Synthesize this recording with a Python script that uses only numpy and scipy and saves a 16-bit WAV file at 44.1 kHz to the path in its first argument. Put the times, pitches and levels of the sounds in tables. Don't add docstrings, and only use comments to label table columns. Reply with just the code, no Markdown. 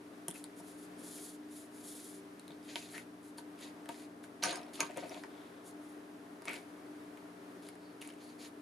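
import sys
import numpy as np
from scipy import signal
from scipy.fft import rfft, irfft, next_fast_len
from scipy.io import wavfile

SR = 44100
rng = np.random.default_rng(int(sys.argv[2]) if len(sys.argv) > 2 else 0)


def master(y):
    cut = np.clip(np.atleast_2d(y).T, -1, 1)
    pcm = np.round(cut * 32767)
    wavfile.write(sys.argv[1], SR, pcm.astype(np.int16))


N = 379701

# start in seconds, length in seconds, hiss level in dB.
SWIPE_STROKES = [(0.556, 0.059, -60), (0.617, 0.16, -62), (0.761, 0.11, -60.5), (0.961, 0.41, -52.5),
                 (1.478, 0.2, -57), (1.712, 0.5, -53), (3.223, 0.088, -61.5), (5.638, 0.082, -61.5),
                 (5.79, 0.19, -69)]
# start in seconds, length in seconds, rustle level in dB.
RUSTLE_STROKES = [(2.625, 0.18, -60), (2.745, 0.14, -56), (2.867, 0.18, -55.5), (3.575, .14, -58.5),
                  (3.954, .12, -60.5), (4.933, .35, -62), (6.437, 0.21, -60), (8.174, 0.2, -66.5),
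                  (8.382, .115, -57)]
# start in seconds, length in seconds, rustle level in dB, hiss level in dB.
SUDDEN_STROKES = [(0.336, 0.21, -63, -54), (3.373, 0.065, -60, -57), (3.884, 0.25, -61, -66),
                  (4.232, 0.052, -59.5, -61.5), (4.422, 0.32, -40.5, -56), (4.731, .14, -54, -55),
                  (4.798, 0.34, -55, -62), (7.62, 0.3, -61.5, -67), (8.009, 0.2, -54.5, -59)]
# frequency in Hz, relative level in dB per Hz.
SLIDE_COLOUR = [(1470, -37), (2300, -37), (3300, -12), (5750, -13.5), (6950, -8), (8040, -10.5),
                (10100, -3), (11000, -6), (15500, -31.5)]
# frequency in Hz, relative level in dB per Hz.
RUSTLE_COLOUR = [(700, -3.5), (1200, -22), (2300, 1), (3200, 3), (4300, 6.5), (5600, 0), (6800, 5),
                 (9600, -23), (13000, -32)]
# frequency in Hz, relative level in dB per Hz.
SNAP_COLOUR = [(1500, -75), (3500, -42), (5600, 0), (7500, 16.5), (9700, 29), (12000, 16), (15000, -20)]
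# start in seconds, level in dB, resonance in Hz,
# board thud in dB and treble in dB, both against the level.
TAP_KNOCKS = [(0.2825, -33, 3330, -23, 9), (0.2826, -38, 5600, -35, -30), (0.304, -46, 3620, -30, 10),
              (0.311, -39, 3750, -38, 6), (0.4408, -37, 4520, -22, 1), (2.396, -45.5, 4330, -34, 3.5),
              (2.4798, -41.5, 4030, -27, -6), (2.5057, -43, 3330, -20, -20), (2.5186, -45, 4200, -26, -19),
              (2.757, -19.5, 3140, -23.5, -18), (2.7615, -32.5, 2400, -19, -15),
              (2.98, -28.5, 1900, -37, -11), (3.3831, -38, 4620, -11, -1.5), (3.858, -42, 2200, -25, -9),
              (3.8899, -33.5, 3240, -8, -5), (4.24, -40, 1540, -27, -20), (4.4258, -28.5, 4040, -20, -27),
              (4.433, -25.5, 4800, -34, -3), (4.4369, -17, 5900, -36, -8), (4.4452, -23, 1580, -23, -6),
              (4.4853, -32, 4170, -14, -22), (4.493, -26, 2740, -31, -19), (4.509, -30, 4100, -17, -5.5),
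              (4.557, -31.5, 5030, -34, -3), (4.572, -38, 5300, -21, -6), (4.6315, -46.5, 5500, -21, -6),
              (4.8049, -15.5, 6570, -27, -8), (4.8053, -18.5, 2290, -35, -30),
              (4.9727, -37.5, 7000, -14, 2), (4.981, -34, 2200, -18, -16), (5.0942, -41, 5900, -15, -6),
              (5.1442, -36.5, 3300, -26, -14), (5.2365, -32, 2000, -15.5, -29),
              (6.4207, -41, 1640, -14, -7), (6.4547, -34, 2000, -19, -4), (6.4821, -23.5, 2540, -22, -19),
              (6.493, -40, 2770, -25, -2), (6.5108, -39, 2270, -24, -6), (6.533, -35.5, 2520, -31, -4),
              (6.541, -31.5, 2380, -30, -6), (7.173, -42.5, 2450, -30, -13), (7.688, -38, 2450, -29, -2),
              (8.016, -34, 2980, -24, -4), (8.024, -36, 2520, -27, -8), (8.0743, -44.5, 2600, -10, 4)]
# frequency in Hz, level in dB, t60 in seconds.
BLADE_MODES = [(1214, -4.5, .045), (1553, -1.5, 0.025), (2440, -11, 0.055), (2770, -10, 0.015),
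               (4190, -8, 0.02), (4980, -7, 0.018), (6530, -7.5, 0.047), (9220, -5, 0.033),
               (9150, -15, .04)]
# start in seconds, length in seconds, level in dB.
CLATTER_STROKES = [(4.43, 0.34, -42.5), (4.802, 0.13, -45)]
# start in seconds, length in seconds, level in dB.
SHEAR_STROKES = [(7.77, .2, -71), (8.2, .14, -68), (8.38, .11, -65)]
# frequency in Hz, level in dB, t60 in seconds.
BOARD_MODES = [(185.5, -4.5, 0.17), (396, -3, 0.049), (576, -9, 0.043), (676, 1.5, 0.054), (918, 2.5, 0.03),
               (1174, -6.5, 0.045), (1520, -7, 0.057)]
# start in seconds, level in dB.
PALM_PUSHES = [(.284, -37.5), (0.601, -46), (2.502, -46), (4.44, -44)]
# start in seconds, length in seconds, level in dB, own resonance in Hz.
SCRAPE_STROKES = [(0.343, 0.024, -57, 2470), (2.682, .035, -62, 3120), (2.935, 0.1, -52.5, 1880),
                  (3.884, 0.047, -52, 750), (4.425, 0.5, -45, 706), (4.79, 0.13, -42.5, 1140),
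                  (4.888, 0.026, -50, 650), (4.958, 0.047, -43.5, 570), (5.022, 0.073, -47.5, 640),
                  (5.104, 0.032, -50, 670), (5.151, 0.034, -48, 660), (5.29, 1, -67.5, 3500),
                  (6.47, 0.19, -48, 2290)]
# frequency in Hz, relative level in dB per Hz.
AIR_COLOUR = [(25, -22), (80, -16), (160, -7), (190, -0.5), (330, 2.5), (400, 3.5), (540, -3.5), (680, 1),
              (780, -4), (1670, -8), (2750, -16), (7870, -25), (9710, -21), (14000, -31.5)]
# frequency in Hz, left-right correlation, left minus right in dB.
AIR_WIDTH = [(50, 0.33, 0), (128, 0.7, -0.5), (420, 0.87, 4), (754, 0.13, 3.5), (1310, 0.019, 3.5),
             (2360, 0.074, -0.5), (6800, 0.45, 0), (15000, 0.4, -0.5)]
# time in seconds, gain in dB.
AIR_SWELL_POINTS = [(0, -1), (2.5, -1.5), (4, 1.5), (8.61, 1)]
MAINS_TONES_DB = {2: -76, 3: -68.5, 4: -65.5, 5: -55.5, 7: -69}
ROTOR_TONES_DB = {6: -68, 8: -67}
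FAN_TONES_DB = {1: -81.5, 3: -62.5}

SWIPE_RISE, RUSTLE_RISE, SHEAR_RISE = 0.52, 0.47, 0.42
SUDDEN_ATTACK_S, SCRAPE_ATTACK_S, CLATTER_ATTACK_S = 0.007, 0.012, 0.006
SWIPE_RUSTLE_DB, RUSTLE_HISS_DB = -15.5, -2
TICKS_PER_S, TICK_OVER_RUSTLE_DB, TICK_SPREAD_DB = 60, 9, 2
TICK_LOW_HZ, TICK_HIGH_HZ = 1780, 5300
TICK_THUD_DB, TICK_TREBLE_DB, TICK_TOP_DB = -24, -8, -43
CRACK_T60_S, TAIL_DB, TAIL_T60_S = 0.005, -12, 0.05
TAIL_GROWTH = 0.25
TAP_RING_T60_S = 0.0026
BROAD_LOW_HZ, BROAD_HIGH_HZ, BROAD_SHARE = 1100, 6000, 0.4
BLADES_START_S, BLADES_END_S = 4.4, 6.62
BLADE_FROM_DB, BLADE_HIT_DB = -22, -17
CLATTER_PER_S, SHEAR_HZ, SHEAR_T60_S = 600, 4500, 0.005
ROOM_T60_S, ROOM_DB = 0.12, -7
AIR_DB = -55.5
MAINS_HZ, ROTOR_HZ, FAN_HZ, HUM_PAN_DB = 59.97, 49.1, 94.2, 1.5
CUTOFF_HZ = 16065


def hands():
    slide = np.convolve(grains(15000, spread_db=1.0, clump_db=2.17), causal(SLIDE_COLOUR))[:N]
    slide = rms_one(slide)
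    rustle = np.convolve(grains(5000, spread_db=3.0, clump_db=4.0), causal(RUSTLE_COLOUR))[:N]
    rustle = rms_one(crinkle(rms_one(rustle)))
    swipes = [(s, length, db + SWIPE_RUSTLE_DB, db) for s, length, db in SWIPE_STROKES]
    bends = [(s, length, db, db + RUSTLE_HISS_DB) for s, length, db in RUSTLE_STROKES]
    rows = timed(swipes, rise=SWIPE_RISE) + timed(bends, rise=RUSTLE_RISE)
    rows = rows + timed(SUDDEN_STROKES, attack_s=SUDDEN_ATTACK_S)
    out = np.zeros(N)
    for (span, gain), (*times, rustle_db, slide_db) in zip(strokes(rows, fullness=0.76), rows):
        out[span] += gain * (from_db(slide_db) * slide[span] + from_db(rustle_db) * rustle[span])
    return out


def crinkle(x):
    modes = 0
    for hz in np.geomspace(1700, 5200, 8):
        modes = modes + from_db(3.5 * drift(11.0)) * rms_one(ring(x, hz, 15.0 / hz))
    return x + 0.59 * rms_one(modes)


def ticks():
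    out = []
    for s, length, db, *rest in RUSTLE_STROKES + SUDDEN_STROKES:
        for when, size, pitch in rng.random((40, 3))[:round(TICKS_PER_S * length)]:
            level_db = min(db + TICK_OVER_RUSTLE_DB, TICK_TOP_DB)
            level_db -= TICK_SPREAD_DB * np.log(size + 1e-3)
            level_db += 20 * np.log10(np.sin(np.pi * when ** 0.37) + 1e-3)
            hz = TICK_LOW_HZ * (TICK_HIGH_HZ / TICK_LOW_HZ) ** pitch
            out.append((s + when * length, level_db, hz, TICK_THUD_DB, TICK_TREBLE_DB))
    return [row for row in out if row[0] < N / SR - 0.01]


def taps(knocks):
    out, t, snap = np.zeros((2, N + 8000)), np.arange(8000) / SR, causal(SNAP_COLOUR)
    band = signal.butter(2, [BROAD_LOW_HZ, BROAD_HIGH_HZ], "band", fs=SR)
    tail_db = TAIL_DB + TAIL_GROWTH * np.array(knocks)[:, 1:2]
    shape = from_db(-60 * t / CRACK_T60_S) + from_db(tail_db - 60 * t / TAIL_T60_S)
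    noise = rng.standard_normal((len(knocks), 8000))
    for (s, db, hz, thud_db, treble_db), burst in zip(knocks, noise * shape):
        bright = signal.fftconvolve(burst, snap)[:8000]
        narrow = ring(ring(burst, hz, TAP_RING_T60_S), hz, TAP_RING_T60_S)
        broad = signal.lfilter(*band, burst)
        crack = from_db(treble_db) * peak_one(bright) + 0.58 * peak_one(narrow)
        crack = crack + BROAD_SHARE * peak_one(broad)
        pan_db = -2.5 if BLADES_START_S < s < BLADES_END_S else 0.8
        out[:, round(s * SR):][:, :8000] += from_db(db) * crack * pan(pan_db)
    return out[:, :N]


def blades():
    hits, loose = np.zeros((2, N))
    for s, db, *rest in TAP_KNOCKS:
        if db > BLADE_FROM_DB and BLADES_START_S < s < BLADES_END_S:
            hits[round(s * SR)] = from_db(db + BLADE_HIT_DB)
    clatter = strokes(timed(CLATTER_STROKES, attack_s=CLATTER_ATTACK_S), fullness=0.58)
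    for (span, gain), (*times, db) in zip(clatter, CLATTER_STROKES):
        loose[span] = from_db(db) * gain
    touches = grains(CLATTER_PER_S, spread_db=2.5, clump_db=2.5)
    caught = rng.standard_normal((len(BLADE_MODES), N))

    def struck(clicks):
        return sum(from_db(db) * ring(clicks * strength, hz, t60)
                   for (hz, db, t60), strength in zip(BLADE_MODES, caught))

    out = body(hits, BLADE_MODES) + struck(loose * touches) / np.std(struck(touches))
    rasp = rms_one(ring(grains(3000, spread_db=2.5, clump_db=2.5), SHEAR_HZ, SHEAR_T60_S))
    shears = strokes(timed(SHEAR_STROKES, rise=SHEAR_RISE), fullness=1.0)
    for (span, gain), (*times, db) in zip(shears, SHEAR_STROKES):
        out[span] += from_db(db) * gain * rasp[span]
    return out


def board(knocks):
    hard, soft = np.zeros((2, N))
    contacts = rng.standard_normal((len(knocks), 200))
    for (s, db, hz, thud_db, treble_db), rattle in zip(knocks, contacts):
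        hard[round(s * SR):][:200] += from_db(db + thud_db) * rattle / np.linalg.norm(rattle)
    for s, db in PALM_PUSHES:
        soft[round(s * SR)] = from_db(db)
    palm = signal.butter(2, 480, fs=SR, output="sos")
    return scrapes() + body(hard, BOARD_MODES[1:]) + signal.sosfilt(palm, body(soft, BOARD_MODES))


def scrapes():
    slips = grains(3000, spread_db=1.0, clump_db=2.5)
    board_ring, out = rms_one(body(slips, BOARD_MODES[1:])), np.zeros(N)
    grit = rms_one(signal.lfilter(*signal.butter(2, [1100, 2600], "band", fs=SR), slips))
    rows = timed(SCRAPE_STROKES, attack_s=SCRAPE_ATTACK_S)
    for (span, gain), (*times, db, hz) in zip(strokes(rows, fullness=0.52), rows):
        own = rms_one(ring(slips[span], hz, 14.0 / hz))
        out[span] += from_db(db) * gain * (0.5 * board_ring[span] + 0.46 * grit[span] + 0.7 * own)
    return out


def room(x):
    t = np.arange(SR // 2) / SR
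    tail = rng.standard_normal((2, len(t))) * from_db(-60 * t / ROOM_T60_S) * (t > 0.003)
    tail = signal.lfilter([1], [1, -0.45], tail)
    return from_db(ROOM_DB) * signal.fftconvolve(x[None], tail / np.linalg.norm(tail[0]))[:, :N]


def hum():
    t, out = np.arange(N) / SR, 0
    sources = ((MAINS_HZ, MAINS_TONES_DB, 1.8), (ROTOR_HZ, ROTOR_TONES_DB, 2.5),
               (FAN_HZ, FAN_TONES_DB, 1.2))
    for base_hz, levels_db, waver_db in sources:
        for k, db in levels_db.items():
            phase = 2 * np.pi * (k * base_hz * t + rng.random())
            out = out + np.sqrt(2) * from_db(db + waver_db * drift(2.0)) * np.sin(phase)
    return out * pan(HUM_PAN_DB)


def air():
    mid, side = rng.standard_normal((2, N))

    def channel(sign):
        def gain(hz):
            return from_db(at_hz(AIR_COLOUR, hz) + sign * at_hz(AIR_WIDTH, hz, axis=2) / 2)

        def alike(hz):
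            return np.clip(at_hz(AIR_WIDTH, hz), -1, 1)

        shared = coloured(mid, lambda hz: gain(hz) * np.sqrt(1 + alike(hz)))
        return shared + sign * coloured(side, lambda hz: gain(hz) * np.sqrt(1 - alike(hz)))

    both = np.array([channel(1), channel(-1)])
    rush = from_db(AIR_DB + 0.89 * drift(1.2)) * rms_one(both)
    middle = coloured(rush, lambda hz: np.exp(-np.log2((hz + 1) / 800) ** 2 / 2.2))
    swell_db = np.interp(np.arange(N) / SR, *np.transpose(AIR_SWELL_POINTS))
    return rush + (from_db(swell_db) - 1) * middle


def grains(per_s, spread_db, clump_db):
    sizes_db = spread_db * np.minimum(rng.exponential(1, N), 5) + clump_db * drift(20.0)
    return rms_one(from_db(sizes_db) * rng.choice([-1, 1], N) * (rng.random(N) < per_s / SR))


def timed(rows, rise=0, attack_s=0):
    return [(s, s + attack_s + rise * length, s + length, *rest) for s, length, *rest in rows]


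def strokes(rows, fullness):
    t, out = np.arange(N) / SR, []
    for start, full, end, *rest in rows:
        span = slice(round(start * SR), round(end * SR))
        sudden = max((end - full) / max(full - start, 0.005), 1) ** 0.65
        swell = np.sin(np.interp(t[span], [start, full, end], [0, np.pi / 2, np.pi]))
        out.append((span, swell ** np.where(t[span] > full, fullness * sudden, fullness)))
    return out


def body(clicks, modes):
    return sum(from_db(db) * ring(clicks, hz, t60) for hz, db, t60 in modes)


def ring(clicks, hz, t60_s):
    r, w = from_db(-60 / (t60_s * SR)), 2 * np.pi * hz / SR
    return signal.lfilter([0, np.sin(w)], [1, -2 * r * np.cos(w), r * r], clicks + 1e-18)


def drift(rate_hz):
    r = np.exp(-80 * np.pi * rate_hz / SR)
    noise = rng.standard_normal(N // 40 + 2002)
    slow = signal.lfilter([1], [1, -2 * r, r * r], noise)[2000:]
    return np.interp(np.arange(N) / 40, np.arange(len(slow)), rms_one(slow))


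def causal(spectrum):
    cepstrum = irfft(np.log(from_db(at_hz(spectrum, np.arange(513) * SR / 1024))))
    cepstrum[1:512] *= 2
    cepstrum[513:] = 0
    return irfft(np.exp(rfft(cepstrum)))[:512]


def coloured(x, gains):
    size = next_fast_len(N)
    return irfft(rfft(x, size) * gains(np.arange(size // 2 + 1) * SR / size), size)[..., :N]


def at_hz(points, hz, axis=1):
    return np.interp(np.log(hz + 1), np.log(np.array(points)[:, 0]), np.array(points)[:, axis])


def pan(db):
    return from_db([[db / 2], [-db / 2]])


def from_db(db):
    return 10 ** (np.asarray(db) / 20)


def rms_one(x):
    return x / np.sqrt(np.mean(x ** 2) + 1e-20)


def peak_one(x):
    return x / np.abs(x).max()


def scene():
    knocks = TAP_KNOCKS + ticks()
    near = hands() * pan(0.48) + board(knocks) * pan(4.4) + taps(knocks) + blades() * pan(-1.0)
    near = signal.sosfilt(signal.butter(4, 165, "high", fs=SR, output="sos"), near)
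    return near + room(near.mean(0)) + hum() + air()


def record(dry):
    return signal.sosfilt(signal.cheby2(10, 50, CUTOFF_HZ, fs=SR, output="sos"), dry)


dry = scene()
out = record(dry)
master(out)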